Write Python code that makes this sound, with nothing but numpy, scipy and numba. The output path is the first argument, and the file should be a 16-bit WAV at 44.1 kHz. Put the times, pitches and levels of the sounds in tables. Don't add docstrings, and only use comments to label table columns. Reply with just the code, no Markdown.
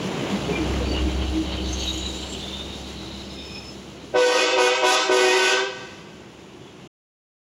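import sys
import numpy as np
from scipy import signal
from scipy.fft import rfft, irfft, next_fast_len
from scipy.io import wavfile
from scipy.ndimage import uniform_filter1d
from numba import njit

SR = 44100
rng = np.random.default_rng(int(sys.argv[2]) if len(sys.argv) > 2 else 0)


def wrap_up_sound(samples):
    columns = np.atleast_2d(samples).T
    tamed = np.clip(columns, -1, 1)
    steps = np.round(tamed * 32767).astype(np.int16)
    wavfile.write(sys.argv[1], SR, steps)


N = 331632
T = np.arange(N) / SR

# frequency_hz, gain_db
FAR_COLOUR = [(30, -27), (60, -10.5), (120, 2), (185, 0.5), (260, -8.5), (350, 4), (520, -13.5),
              (1000, -13), (1700, -20), (2900, -15), (4500, -29), (7200, -37.5), (8300, -50),
              (10300, -59.5), (15500, -60.5)]
ROAD_COLOUR = [(30, -31.5), (80, -6.5), (130, 4.5), (330, 5), (800, -3.5), (1700, -12.5), (2900, -10.5),
               (4500, -22.5), (7200, -23), (8200, -39), (10300, -32.5), (13500, -48.5), (15500, -40.5)]
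# time_s, speed_m_per_s, distance_m, rumble_db, roar_db, hiss_db
VEHICLES = [(.42, 11.37, 7.1, -28, -34, -41.5), (2.15, 10.9, 8.4, -52.5, -50, -43.5)]
# time_s, level_db
EXHAUST_LEVELS = [(0.0, -58), (0.18, -55), (0.73, -27), (1.19, -26.5), (1.43, -32), (1.68, -29.5),
                  (1.87, -33.5), (2.02, -33.5), (2.41, -43.5), (2.64, -41), (3.08, -44.5), (3.13, -42.5),
                  (4.1, -54)]
# pitch_multiple, full_load_db, db_per_exhaust_db
GROWL_TONES = [(3, -37.5, 0.47), (5, -34.5, 0.88), (6, -43.5, .65)]
# middle_s, length_s, pitch_hz, level_db
BOOMS = [(.07, 0.066, 189, -29), (.345, 0.031, 198, -22), (0.502, 0.03, 416, -26), (.53, 0.052, 178, -28.5),
         (0.618, 0.028, 316, -22.5), (.82, 0.025, 490, -27), (1.075, 0.026, 312, -23),
         (1.381, 0.064, 318, -21.5), (1.907, 0.12, 320, -31.5)]
# time_s, level_db
BRAKE_RUB = [(.6, -46.5), (1.5, -41.5), (1.76, -38.5), (1.83, -34), (1.94, -40), (2.1, -42), (2.4, -44),
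             (3.2, -50.5), (4.1, -59.5)]
# pitch_hz, width_hz, gain_at_hardest_rub_db, change_db_per_s
BRAKE_NOTES = [(3030, 610, -1, -1), (3890, 610, -1.5, 1), (4450, 240, -8, 0.5)]
# middle_s, length_s, pitch_hz, glide_hz_per_s, width_hz, level_db
HIGH_NOTES = [ (.565, .06, 2380, -200, 35, -31), (.9, .07, 4560, 0, 70, -41),
              (.98, .05, 2860, 0, 170, -33.5), (1.9, .045, 3830, 0, 80, -30),
              (1.88, .14, 12600, 3200, 300, -60), (2.08, .14, 3870, 0, 180, -37),
              (2.58, .27, 3620, 550, 200, -40.5), (3.1, .28, 3950, 0, 500, -44.5),
              (3.35, .4, 5180, 200, 110, -55), (3.57, .19, 5240, 0, 20, -44), (3.52, .2, 2490, 0, 110, -49),
              (3.45, .2, 3660, 0, 220, -48), (6.67, .06, 3400, 0, 80, -58)]
# final_delay_s, pitch_rise_fraction, gain_db
ECHOES = [(.012, .004, -4.5), (.028, .012, -10), (.045, .026, -11), (.05, .038, -6), (.08, .048, -12.5),
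          (.04, -.004, -11.5)]
# full_pressure_pitch_hz, brassy_top_db
TRUMPETS = [(311.3, -6.5), (374.0, -5), (494.5, -4)]
LOW_HARMONICS = [(-15.5, -6.5, -5, -11.5, -15, -12, -10.5, -6.5),
                 (-1.5, -8, -12.5, -5.5, -15.5, -15, -14, -12.5),
                 (-3.5, -8, -18, -11.5, -9, -11, -11, -18.5)]
# frequency_hz, gain_db
BRASS_COLOUR = [(2700, -3), (3400, -7.5), (4300, -12.5), (5500, -12.5), (7200, -14), (8300, -30.5),
                (10300, -19.5), (13300, -45.5), (15500, -29.5)]
# open_s, close_s, pressure (1 = full), fill_s, drain_s, yelp_db, bite_db, low_db, middle_db, high_db
BLASTS = [(4.132, 4.428, 0.94, .042, .075, -20, -1.5, 5.5, 1, 8.5),
          (4.555, 4.68, 1.0, 0.013, .085, -15.5, .5, -1, 0.5, 3.5),
          (4.812, 4.948, 1.08, .011, .075, -14.5, -0.76, 3, 3, 0.5),
          (5.079, 5.523, 1.0, .016, 0.0882, -21, 1.0, -0.5, 6, 1.5)]

STALL_S, STALL_FADE_S = .155, .03
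END_S, TOP_HZ = 6.877, 15750


def undb(db):
    return 10 ** (np.asarray(db) / 20)


def unit(x):
    return x / np.sqrt(np.mean(np.abs(x) ** 2))


def level_curve(table, fade_db_per_s):
    times, levels = np.transpose(table)
    return np.interp(T, times, levels) - fade_db_per_s * np.maximum(T - times[-1], 0)


def colour(points, hz):
    f, db = np.transpose(points)
    return undb(np.interp(np.log(hz + 0.00148), np.log(f), db))


def shape(x, gain):
    size = next_fast_len(N, True)
    return irfft(rfft(x, size) * gain(np.fft.rfftfreq(size, 1 / SR)), size)[:N]


def noise(gain):
    return unit(shape(rng.standard_normal(N), gain))


def wobble(rate_hz):
    return noise(lambda f: 1 / (1 + (f / rate_hz) ** 4))


def random_swings(size, width_hz):
    f = np.fft.fftfreq(size, 1 / SR)
    return np.fft.ifft(np.exp(2j * np.pi * rng.random(size)) / (1 + (2 * f / width_hz) ** 2))


def ringing(hz, width_hz):
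    swings = random_swings(next_fast_len(N), width_hz)[:N]
    phase = 2 * np.pi * np.cumsum(hz + np.zeros(N)) / SR
    return unit(np.real(swings * np.exp(1j * phase)))


def short_tone(middle_s, length_s, hz, db):
    t = T - middle_s
    return np.sqrt(2) * undb(db) * np.exp(-2 * (t / length_s) ** 2) * np.sin(2 * np.pi * hz * t)


def passing(closest_s, speed, closest_m, ground_loss_db_per_m=0.0048):
    metres = np.hypot(closest_m, speed * (T - closest_s))
    return closest_m / metres * undb(-ground_loss_db_per_m * (metres - closest_m))


@njit
def follow(x, attack, release):
    out, level = np.empty(len(x)), 0.
    for i in range(len(x)):
        level += (x[i] - level) * (attack if x[i] > level else release)
        out[i] = level
    return out


def far_traffic(level_db=-45.5, flutter_db=0.23):
    return noise(lambda f: colour(FAR_COLOUR, f)) * undb(level_db + flutter_db * wobble(9.2))


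def tyres(firing_phase, knock=0.11, flutter_db=1.0):
    rumble, roar, hiss = np.sqrt(sum(np.outer(undb(row[3:]), passing(*row[:3])) ** 2 for row in VEHICLES))
    edges = np.log([450, 1000, 2500, 6000])
    layers = [(rumble, (1, 0, 0, 0), 0), (roar, (0, 1, 1, 0), knock), (hiss, (0, 0, 0, 1), knock)]
    out = 0
    for gain, share, depth in layers:
        band = noise(lambda f: colour(ROAD_COLOUR, f) * np.sqrt(np.interp(np.log(f + 1), edges, share)))
        out += band * gain * undb(flutter_db * wobble(12)) * (1 + depth * np.cos(firing_phase))
    return out


def rattles(per_s=70, span_s=4, db=-43, ring_s=0.01, spread_db=4):
    out = np.zeros(N + SR)
    t = T[:SR // 10]
    envelope = (1 - np.exp(-t / 0.0042)) * np.exp(-t / ring_s)
    for when, pitch, size in rng.random((span_s * per_s, 3)):
        start = int(span_s * when * SR)
        hz = 2000 * 3.6 ** (pitch ** 1.5)
        strength = undb(spread_db * min(-np.log(size), 2))
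        strength *= colour(ROAD_COLOUR, hz) / colour(ROAD_COLOUR, 3800)
        out[start:start + len(t)] += strength * envelope * np.sin(2 * np.pi * hz * t)
    return out[:N] * undb(db) * passing(*VEHICLES[0][:3])


def turbo(start_s=1.63, end_s=2.49, edge_s=0.13, rise_hz_per_s=1900, db=-38, fade_db_per_s=13.5):
    age = np.clip(T, start_s, end_s) - start_s
    gate = np.clip(np.minimum(T - start_s, end_s - T) / edge_s, 0, 1)
    hz = 6100 + rise_hz_per_s * age
    tone = unit(ringing(hz, width_hz=400) + undb(-3) * ringing(hz, width_hz=1400))
    return tone * gate * undb(db - fade_db_per_s * age + 3.5 * wobble(35))


def brake(hardest_rub_s=1.83, shared_flutter_db=1.0, own_flutter_db=2.5):
    rub_db = level_curve(BRAKE_RUB, fade_db_per_s=16.5) + shared_flutter_db * wobble(35)
    return sum(ringing(hz, width)
               * undb(rub_db + db + trend * (T - hardest_rub_s) + own_flutter_db * wobble(14))
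               for hz, width, db, trend in BRAKE_NOTES)


def high_notes(flutter_db=2.5):
    out = np.zeros(N)
    t = T[:SR] - .5
    for middle_s, length_s, hz, glide, width_hz, db in HIGH_NOTES:
        swell = np.exp(-2 * (t / length_s) ** 2)
        swings = random_swings(SR, width_hz)
        swings /= np.sqrt(np.average(np.abs(swings) ** 2, weights=swell ** 2))
        tone = np.real(swings * np.exp(2j * np.pi * (hz + glide * t / 2) * t))
        start = max(int((middle_s - .5) * SR), 0)
        out[start:start + SR] += np.sqrt(2) * undb(db) * swell * tone
    return out * undb(flutter_db * (wobble(24) + 1.02))


def body_booms():
    return sum(short_tone(*boom) for boom in BOOMS)


def exhaust(slow_hz=66.23, fast_hz=69.0, waver=.008, gas_db=-13, full_load_db=-26):
    level_db = level_curve(EXHAUST_LEVELS, fade_db_per_s=5)
    firing_hz = np.interp(T, [1.9, 2.6], [slow_hz, fast_hz])
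    phase = 2 * np.pi * np.cumsum(firing_hz * (1 + waver * wobble(13))) / SR
    gas = noise(lambda f: colour([(20, -17), (35, -2.5), (50, -10.5), (100, 6.5), (140, -13.5),
                                  (400, -50), (4000, -92.5)], f))
    drone = (np.sin(phase) + undb(gas_db) * gas) * undb(level_db + 0.5 + 1.3 * wobble(13))
    growl_phase = 2 * np.pi * np.cumsum(.952 * firing_hz * (1 + waver * wobble(20.5))) / SR
    growl = sum(undb(db + slope * (level_db - full_load_db) + 2 * wobble(15)) * np.sin(k * growl_phase)
                for k, db, slope in GROWL_TONES)
    return np.sqrt(2) * (drone + growl), phase


def add_echoes(direct, near_fade_s=0.24, far_fade_s=1.31, far_db=-19, bass_hz=560, treble_hz=7000):
    t = T[:2 * SR]

    def scatter(sound, fade_s):
        tail = undb(-60 * t / fade_s) * rng.standard_normal(len(t))
        return signal.fftconvolve(sound, np.sqrt(2 * np.log(1000) / (fade_s * SR)) * tail)[:N]

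    time_left = np.maximum(BLASTS[-1][1] + STALL_S - T, 0)
    near = sum(undb(db) * scatter(np.interp(T - delay_s - rise * time_left, T, direct), near_fade_s)
               for delay_s, rise, db in ECHOES)
    echoes = near + undb(far_db) * scatter(near, far_fade_s)
    echoes = shape(echoes, lambda f: f / np.hypot(f, bass_hz) / np.sqrt(1 + (f / treble_hz) ** 8))
    return direct + undb(2) * echoes


def yelps(pitch_hz=609, delay_s=.024, length_s=.017):
    return sum(short_tone(open_s + delay_s, length_s, pitch_hz, db) * np.clip((T - open_s) / .0073, 0, 1)
               for open_s, _, _, _, _, db, *_ in BLASTS)


def air_pressure(open_s, close_s, pressure, fill_s, drain_s):
    fill = 1 - np.exp(-np.maximum(T - open_s, 0) / fill_s)
    drain = np.exp(-np.maximum(T - close_s, 0) / drain_s)
    stall = np.clip((close_s + STALL_S - T) / STALL_FADE_S, 0, 1)
    return pressure * fill * drain * stall


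def horn(db=-16.5, bend=.03, flutter_db=3, dull_db=22, hiss_db=-13,
         bite_hz=2600, bite_width_hz=1200, honk_top_hz=1700):
    pressures = np.array([air_pressure(*blast[:5]) for blast in BLASTS])
    on = pressures.max(axis=0) > 0
    air = pressures[:, on].max(axis=0)
    slack = 1 - air
    blast_share = pressures[:, on] / pressures[:, on].sum(axis=0)
    age = np.maximum(T[on] - np.array(BLASTS)[:, :1], 0)
    starting = np.sum(blast_share * np.exp(-age / .015), axis=0)
    honk_db = 4.5 * np.sum(blast_share * np.exp(-age / .056), axis=0)
    bite_db, *first_harmonics_db = np.transpose(BLASTS)[6:] @ blast_share
    tone = 0
    for (hz, top_db), low_db, first_db in zip(TRUMPETS, LOW_HARMONICS, first_harmonics_db):
        jitter = (.0015 * wobble(15) + .0085 * wobble(260))[on]
        flutter = wobble(12)
        rasp = 1 + .22 * wobble(110)[on]
        pitch_hz = hz * (1 + bend * slack * np.abs(slack) + .006 * slack + jitter)
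        phase = 2 * np.pi * np.cumsum(pitch_hz) / SR
        for k in range(1, int(TOP_HZ / hz)):
            gain = undb(low_db[k - 1]) if k <= len(low_db) else undb(top_db) * colour(BRASS_COLOUR, k * hz)
            height = k * hz / 8400
            change_db = flutter_db * np.roll(flutter, rng.integers(N))[on]
            change_db -= dull_db * slack * height ** 1.7 + 75 * starting * height
            change_db += bite_db * np.exp(-((k * hz - bite_hz) / bite_width_hz) ** 2)
            change_db += honk_db / (1 + (k * hz / honk_top_hz) ** 10)
            if k == 1:
                change_db = change_db / 2 + first_db
            harmonic = np.sqrt(2) * np.sin(k * phase + rng.uniform(0, 2 * np.pi))
            tone += gain * rasp * undb(change_db) * harmonic
    hiss = noise(lambda f: colour(BRASS_COLOUR, f) * f ** 4 / (f ** 4 + 380 ** 4))
    out = np.zeros(N)
    out[on] = (tone + undb(hiss_db) * air * (1 - starting) * hiss[on]) * air ** 1.27
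    return out * undb(db)


def scene():
    drone, firing_phase = exhaust()
    truck = drone + body_booms() + high_notes() + brake() + turbo() + rattles()
    mono = truck + tyres(firing_phase) + far_traffic() + add_echoes(horn()) + yelps()
    return np.array([mono, mono])


def record(dry, threshold_db=-18.5, ratio=8, attack_s=0.0078, release_s=0.11):
    rms = np.sqrt(np.abs(uniform_filter1d(dry[0] ** 2, size=400)))
    level = follow(rms, 1 / (attack_s * SR), 1 / (release_s * SR))
    gain = np.maximum(level / undb(threshold_db), 1) ** (1 / ratio - 1)
    running = np.clip((END_S - T) / .004, 0, 1)
    treble_cut = signal.ellip(10, .2, 80, TOP_HZ, fs=SR, output="sos")
    return signal.sosfilt(treble_cut, dry * gain * running)


dry = scene()
out = record(dry)
wrap_up_sound(out)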